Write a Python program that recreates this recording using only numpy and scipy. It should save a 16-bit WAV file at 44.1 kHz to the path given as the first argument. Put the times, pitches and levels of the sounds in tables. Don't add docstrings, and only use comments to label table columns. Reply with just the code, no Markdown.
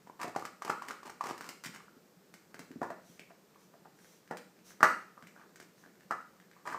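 import sys
import numpy as np
from scipy import signal
from scipy.fft import rfft, irfft
from scipy.io import wavfile
from scipy.ndimage import uniform_filter1d

SR = 44100
rng = np.random.default_rng(int(sys.argv[2]) if len(sys.argv) > 2 else 0)


def int16_out(signal):
    q = np.round(np.clip(np.atleast_2d(signal).T, -1, 1) * 32767)
    wavfile.write(sys.argv[1], SR, q.astype(np.int16))


N = 298998
T = np.arange(N) / SR

# start in seconds, ring of the dish in Hz, then the levels in dB, before the trims
TOY_KNOCKS = [(0.0716, 970, -55, -67, -51), (0.0972, 1030, -50, -70, -48), (.198, 1150, -48.5, -58, -61),
              (0.2142, 1180, -42.5, -44.5, -62), (.2302, 1270, -42, -43.5, -65),
              (0.2435, 1110, -49, -57, -35.5), (0.3498, 1110, -47, -62, -64),
              (0.3611, 800, -30.5, -45.5, -32), (.4236, 1200, -45, -63, -43),
              (0.4515, 1264, -42.5, -46, -45), (0.6203, 1190, -41, -49, -50), (0.6786, 1220, -46, -52, -63),
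              (0.6961, 1120, -38.5, -43, -31.5), (0.6996, 1314, -31, -44.5, -70),
              (0.8205, 1114, -42, -53, -65), (0.9074, 1360, -42, -50.5, -67), (0.9167, 1150, -54, -60, -49),
              (1.0303, 1140, -52, -59, -54), (1.2086, 1132, -33, -50.5, -53), (1.238, 960, -42, -47.5, -44),
              (1.3094, 1190, -42.5, -51, -36), (2.816, 820, -36.5, -47, -30.5),
              (2.8195, 673, -44.5, -67, -47), (2.829, 1026, -38, -43, -57),
              (2.9026, 657, -40.5, -46.5, -42), (4.3095, 860, -41, -43.5, -35),
              (4.3123, 481, -43.5, -72, -66), (4.335, 620, -48.5, -70, -49), (4.8058, 1280, -41, -42, -39),
              (4.829, 1314, -18.5, -19, -25.5), (6.1086, 1306, -32, -36.5, -38.5),
              (6.1125, 778, -40.5, -56, -58), (6.659, 1270, -51.5, -56, -64),
              (6.674, 1200, -41.5, -40, -44), (6.7254, 1550, -46, -44, -54),
              (6.7451, 1155, -38, -64, -45.5)]
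# frequency in Hz, level in dB.
CONTACT_SPECTRUM = [(60, -30.5), (300, -19), (1200, -6), (2200, 3), (2550, -9), (2950, -2), (3500, -10),
                    (4500, -4), (6100, -6), (8200, -7), (9600, -15), (14600, -16.5), (16000, -19)]

HIT_S = 0.008
DISH_HZ, DISH_DECAY_S, DISH_DAMPING = 1160, 0.0019, 1.8
RIM_HZ, UPPER_RIM_HZ = 1734, 2276
PAWED_UNTIL_S = 1.5
TICK_LAG_S = 0.001
GRAZE_LEAD_S, GRAZE_DB, GRAZE_MAX_DB = 0.00499, -11, -62
NUDGE_RIM_DB, NUDGE_THUD_DB = -10, -5
RIM_RATTLE_DB, SCRAPE_BOARD_DB = -12.5, -5.5
CLAW_TILT_DB, SCRATCH_TILT_DB = 0.9, 0.5
BITE_HZ, SWISH_HZ = 1650, 6000
ROOM_DULL_HZ, ROOM_DULL_DB = 5000, -1
WALL_ECHO_S = 0.0132
FLUTTER_DB = -9
TOP_HZ = 15500


def undb(db):
    return 10 ** (np.asarray(db) / 20)


def unit(x):
    return x / np.sqrt(np.mean(x ** 2))


def blow(x, db):
    return x * undb(db) * np.sqrt(HIT_S * SR / np.sum(x ** 2))


def add(out, s, x):
    i = int(s * SR)
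    out[i:i + len(x)] += x[:max(N - i, 0)]


def band(x, lo_hz, hi_hz, order=2):
    sos = signal.butter(order, [lo_hz, min(hi_hz, 0.45 * SR)], "band", fs=SR, output="sos")
    return signal.sosfilt(sos, x)


def colour(x, points):
    hz, db = np.transpose(points)
    f = np.maximum(np.fft.rfftfreq(len(x), 1 / SR), 1)
    gain = undb(np.interp(np.log(f), np.log(hz), db))
    return unit(irfft(rfft(x) * gain, len(x)))


def tilted(points, tilt_db):
    return [(hz, db + tilt_db * np.log2(hz)) for hz, db in points]


def noise(points, size):
    return colour(rng.standard_normal(size), points)


def dense(envelope, width_hz):
    size = 2 * len(envelope)
    spectrum = rfft(rng.standard_normal(len(envelope)) * envelope, size)
    power = uniform_filter1d(np.abs(spectrum) ** 2, int(width_hz * size / SR) + 1)
    return irfft(spectrum / np.sqrt(power + 1e-18), size)[:len(envelope)]


def swell(start, end, edge):
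    u = T[:SR // 2] / max(end - start, 0.01)
    return np.sin(np.pi / 2 * np.clip(np.minimum(u, 1 - u) / edge, 0, 1)) ** 2


def slips(size, rate, spread_db):
    sizes = undb(spread_db * np.minimum(rng.exponential(size=size), 3))
    signed = sizes * rng.choice([-1, 1], size)
    return signed * (rng.random(size) < rate / SR)


def ring(hz, rise_s, decay_s):
    t = T[:SR // 8]
    return (1 - np.exp(-t / rise_s)) ** 2 * np.exp(-t / decay_s) * np.sin(2 * np.pi * hz * t)


def tick(db, decay_s, tilt_db=0):
    t = T[:SR // 16]
    snap = dense(np.exp(-t / 0.0016), width_hz=2700)
    chatter = dense(np.exp(-t / decay_s), width_hz=630)
    snap = colour(snap, tilted(CONTACT_SPECTRUM, tilt_db - 0.2))
    chatter = colour(chatter, tilted(CONTACT_SPECTRUM, tilt_db))
    crack = snap + undb(4.0) * chatter
    return blow(crack * (1 - t / t[-1]), db)


def thud(db):
    # frequency in Hz, level in dB, decay in seconds.
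    board_modes = [(238, -20, 0.0067), (353, 5.5, 0.0018), (508, 9.5, 0.0011)]
    board = sum(undb(mode_db) * ring(hz, 0.00032, decay_s) for hz, mode_db, decay_s in board_modes)
    return blow(band(board, 120, 800, order=3), db)


def background():
    # frequency in Hz, relative density in dB per Hz.
    quiet_spectrum = [(30, -35.5), (60, -22.5), (125, -11.5), (180, 2.5), (245, -6), (300, -4.5), (430, -4),
                      (700, -12.5), (1500, -16.5), (3200, -24), (5000, -22), (8000, -24.5), (10000, -31),
                      (14000, -24.5), (16000, -32.5)]
    bumps = signal.fftconvolve(slips(N, rate=22, spread_db=7.0), ring(185, 0.0049, 0.013))[:N]
    return undb(-63.98) * noise(quiet_spectrum, N) + undb(-75.0) * unit(bumps)


def room(x):
    # frequency in Hz, t60 in seconds.
    room_decay = [(100, .48), (300, 0.46), (800, 0.32), (1700, 0.47), (5000, 0.42), (13000, 0.34)]
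    hz, t60 = np.transpose(room_decay)
    t = T[:int(0.7 * SR)]
    onset = np.clip((t - 0.002) / 0.0018, 0, 1)
    mean_rate = 1 / t60.mean()
    spectrum = rfft(dense(onset * np.exp(-np.log(1000) * t * mean_rate), width_hz=85))
    log_f = np.log2(np.maximum(np.fft.rfftfreq(len(t), 1 / SR), 1))
    tail = 0
    for octave in range(5, 15):
        part = irfft(spectrum * np.maximum(1 - np.abs(log_f - octave), 0), len(t))
        part = part * undb(ROOM_DULL_DB * max(octave - np.log2(ROOM_DULL_HZ), 0))
        rate = 1 / np.interp(octave, np.log2(hz), t60)
        tail = tail + part * np.exp(-np.log(1000) * t * (rate - mean_rate))
    tail *= np.minimum(1, 2 - 2 * t / t[-1])
    return signal.fftconvolve(x, tail / np.sqrt(np.sum(tail ** 2)))[:N]


def swishes():
    # start in seconds, end in seconds, level in dB.
    strokes = [(2.995, 3.22, -67.5), (3.546, 3.69, -73), (3.916, 4.242, -67.5), (4.626, 4.75, -60),
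               (5.25, 5.44, -81), (5.744, 5.87, -71)]
    out, hz = np.zeros(N), SWISH_HZ
    points = [(200, -14), (hz / 3, -8), (hz * 0.85, -8), (hz, 0), (hz * 1.12, -6), (hz * 2.2, -13)]
    for start, end, db in strokes:
        air = noise(points, SR // 2)
        add(out, start, undb(db) * air * swell(start, end, edge=0.42))
    return out


def gnawing():
    # start in seconds, level of the ring in dB.
    sharp_bites = [(2.7152, -58), (3.9893, -66), (4.0457, -64.5), (4.2768, -62), (4.707, -59),
                   (6.0082, -63), (6.4005, -61.5), (6.5138, -61.5)]
    out = np.zeros(N)
    bites = [(s, BITE_HZ, db) for s, db in sharp_bites]
    faint = [(u * N / SR, 800 * 3 ** v, -75 + 7 * w) for u, v, w in rng.random((50, 3))]
    for s, hz, db in bites + faint:
        add(out, s, blow(ring(hz, 0.0001, 0.0006), db))
        add(out, s, tick(db - 5.5, decay_s=0.004))
    return out


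def paws():
    # start in seconds, board pitch in Hz, level in dB before a trim.
    footfalls = [(1.66, 184, -42.5), (1.691, 199, -44.5), (1.966, 251, -52), (2.599, 230, -47.5),
                 (2.706, 286, -42.5), (2.758, 238, -38.5), (3.097, 189, -50.5), (4.313, 184, -45),
                 (5.228, 179, -49)]
    out = np.zeros(N)
    for s, hz, db in footfalls:
        add(out, s, blow(band(ring(hz, 0.0005, 0.0044), 130, 810), db - 4.5))
    return out


def claws():
    # start in seconds, ring in Hz,
    # then the levels in dB of ring, floorboard thud and tick, the last two before a trim.
    claw_taps = [(0.2798, 1170, -62, -38.5, -55), (.649, 1140, -49, -41.5, -47),
                 (0.8851, 1720, -43.5, -51, -46.5), (1.0606, 1050, -56, -69, -61),
                 (1.097, 1300, -47.5, -65, -56), (1.299, 1700, -47.5, -59, -55.5),
                 (1.3786, 1860, -58, -72, -53), (1.409, 1420, -45.5, -47, -52),
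                 (1.4905, 1440, -60, -45.5, -43.5), (1.6382, 1460, -49, -68, -48),
                 (1.6498, 1510, -46, -68, -54), (1.6599, 2230, -50, -63, -52),
                 (1.761, 1640, -52, -54, -55.5), (2.3399, 1300, -65, -54, -54.5),
                 (2.5438, 1440, -52, -46.5, -56), (2.593, 1260, -55, -44, -50.5),
                 (3.1948, 2360, -51, -49.5, -56), (4.371, 1600, -51, -61.5, -51),
                 (5.225, 1480, -57.5, -53.5, -63.5), (5.2708, 2120, -57.5, -58, -60),
                 (5.5586, 1500, -63, -69, -57.5), (5.6004, 1660, -56.5, -49.5, -55),
                 (5.6272, 1930, -69, -56, -62), (5.8613, 1526, -63.5, -54.5, -71)]
    out = np.zeros(N)
    for s, hz, ring_db, thud_db, tick_db in claw_taps:
        add(out, s, blow(ring(hz, 0.00015, 0.00062), ring_db) + thud(thud_db - 6.5))
        add(out, s, tick(tick_db + 0.5, decay_s=0.008, tilt_db=CLAW_TILT_DB))
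    return out


def scrapes():
    # start in seconds, end in seconds, ring of the dragged spot in Hz,
    # shell level in dB, scratch level in dB.
    drags = [(0.188, 0.26, 1220, -48.5, -61), (0.243, 0.3, 800, -46.5, -64), (0.375, 0.48, 950, -72, -59),
             (0.644, 0.736, 1180, -45.5, -63), (0.828, 0.908, 1170, -56.5, -65),
             (0.877, 0.919, 1420, -45.5, -54.5), (1.05, 1.108, 1200, -50.5, -56),
             (1.245, 1.313, 1120, -43.5, -51), (1.4, 1.524, 1470, -55.5, -60),
             (1.64, 1.679, 1590, -60, -50.5), (1.738, 1.764, 1390, -57.5, -61),
             (5.348, 5.443, 1380, -64, -78), (6.646, 6.758, 1205, -51, -62.5)]
    out = np.zeros(N)
    for start, end, hz, shell_db, scratch_db in drags:
        jerks = slips(SR // 2, rate=650, spread_db=1.0)
        dish = unit(band(band(jerks, hz * 0.65, hz * 0.88, order=1), 533, 2020))
        rim = undb(RIM_RATTLE_DB) * unit(band(jerks, 1850, 2400))
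        boards = undb(SCRAPE_BOARD_DB) * unit(band(jerks, 212, 530))
        bursts = signal.lfilter([1], [1, -np.exp(-1 / (0.0012 * SR))], np.abs(jerks))
        scratch = bursts * noise(tilted(CONTACT_SPECTRUM, SCRATCH_TILT_DB), len(jerks))
        drag = undb(shell_db) * (dish + rim + boards) + undb(scratch_db) * unit(scratch)
        add(out, start, drag * swell(start, end, edge=0.1))
    return out


def toy_blows():
    # start in seconds, ring of the dish in Hz, level in dB.
    muzzle_nudges = [(1.804, 1220, -58), (1.8815, 1390, -60), (3.3046, 670, -57), (3.5584, 1140, -62.5),
                     (3.739, 652, -58.5), (3.855, 837, -53.5), (5.1768, 1230, -54), (5.3626, 1520, -59),
                     (5.4137, 1660, -61), (5.8382, 1640, -58.5), (6.5646, 1146, -62)]
    nudges = [(s, hz, db, db + NUDGE_RIM_DB, db + NUDGE_THUD_DB) for s, hz, db in muzzle_nudges]
    return list(TOY_KNOCKS) + nudges


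def shell_ring():
    # frequency in Hz, relative level in dB, t60 in seconds.
    shell_modes = [(531, -6, .25), (635, 0.5, .24), (826, 6, 0.14), (987, -3, 0.276), (1050, -4, 0.13),
                   (1167, 3.5, 0.15), (1184, 5.5, 0.17), (1321, 5, 0.099), (1440, 4.5, 0.27),
                   (1714, 5, 0.21), (1730, -6.5, .33), (1880, -7, 0.28), (1920, -5, 0.42),
                   (1989, -1.5, 0.36)]
    t = T[:SR // 2]
    out = np.zeros(len(t))
    for hz, db, t60 in shell_modes:
        phase = rng.uniform(0, 2 * np.pi)
        out += undb(db) * np.exp(-np.log(1000) * t / t60) * np.sin(2 * np.pi * hz * t + phase)
    return out


def singing():
    out = np.zeros(N)
    hardest_db = max(rim_db for _, _, _, rim_db, _ in TOY_KNOCKS)
    for s, _, _, rim_db, _ in toy_blows():
        add(out, s, blow(shell_ring(), rim_db + 3 - 0.11 * (hardest_db - rim_db)))
    return out


def knocks():
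    out = np.zeros(N)
    for s, dish_hz, dish_db, rim_db, thud_db in toy_blows():
        pressed = s < PAWED_UNTIL_S
        upper_db, tick_db, tilt_db = (-1.5, 0.5, -0.5) if pressed else (-11, -12, 0)
        dish_decay_s = DISH_DECAY_S * (DISH_HZ / dish_hz) ** DISH_DAMPING
        dish = blow(band(ring(dish_hz, 0.00092, dish_decay_s), 440, 2300, order=3), dish_db)
        clack = blow(band(signal.unit_impulse(SR // 8), 754, 1400, order=3), dish_db - 5.5)
        rim = blow(band(ring(RIM_HZ, 0.00045, 0.0014), 1533, 1990, order=4), rim_db - 6.0)
        upper = blow(band(ring(UPPER_RIM_HZ, 0.0003, 0.00042), 1730, 2730), rim_db - 6.5 + upper_db)
        add(out, s, dish + clack + rim + upper + thud(thud_db - 5.5))
        graze = blow(clack + rim, min(dish_db + GRAZE_DB, GRAZE_MAX_DB))
        add(out, s - GRAZE_LEAD_S, graze)
        add(out, s + TICK_LAG_S, tick(rim_db + tick_db, decay_s=0.012, tilt_db=tilt_db))
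    return out


def scene():
    # time in seconds, room level in dB, wall echo level in dB.
    positions = [(0, -7.5, -12.5), (1.3, -4.5, -20), (2.8, -3, -8.5), (4.3, -4, -3.5), (4.83, -3, -5.5),
                 (6.099, -4, -3.5), (6.78, 0, -13.5)]
    s, room_db, wall_db = np.transpose(positions)
    direct = knocks() + scrapes() + claws() + paws() + gnawing() + swishes()
    out = direct + room(direct * undb(np.interp(T, s, room_db))) + singing()
    echo = band(direct * undb(np.interp(T, s, wall_db)), 250, 3200, order=1)
    add(out, WALL_ECHO_S, echo)
    add(out, 2 * WALL_ECHO_S, undb(FLUTTER_DB) * echo)
    return (out + background())[None]


def record(dry):
    return signal.sosfilt(signal.ellip(10, 0.2, 70, TOP_HZ, fs=SR, output="sos"), dry)


dry = scene()
out = record(dry)
int16_out(out)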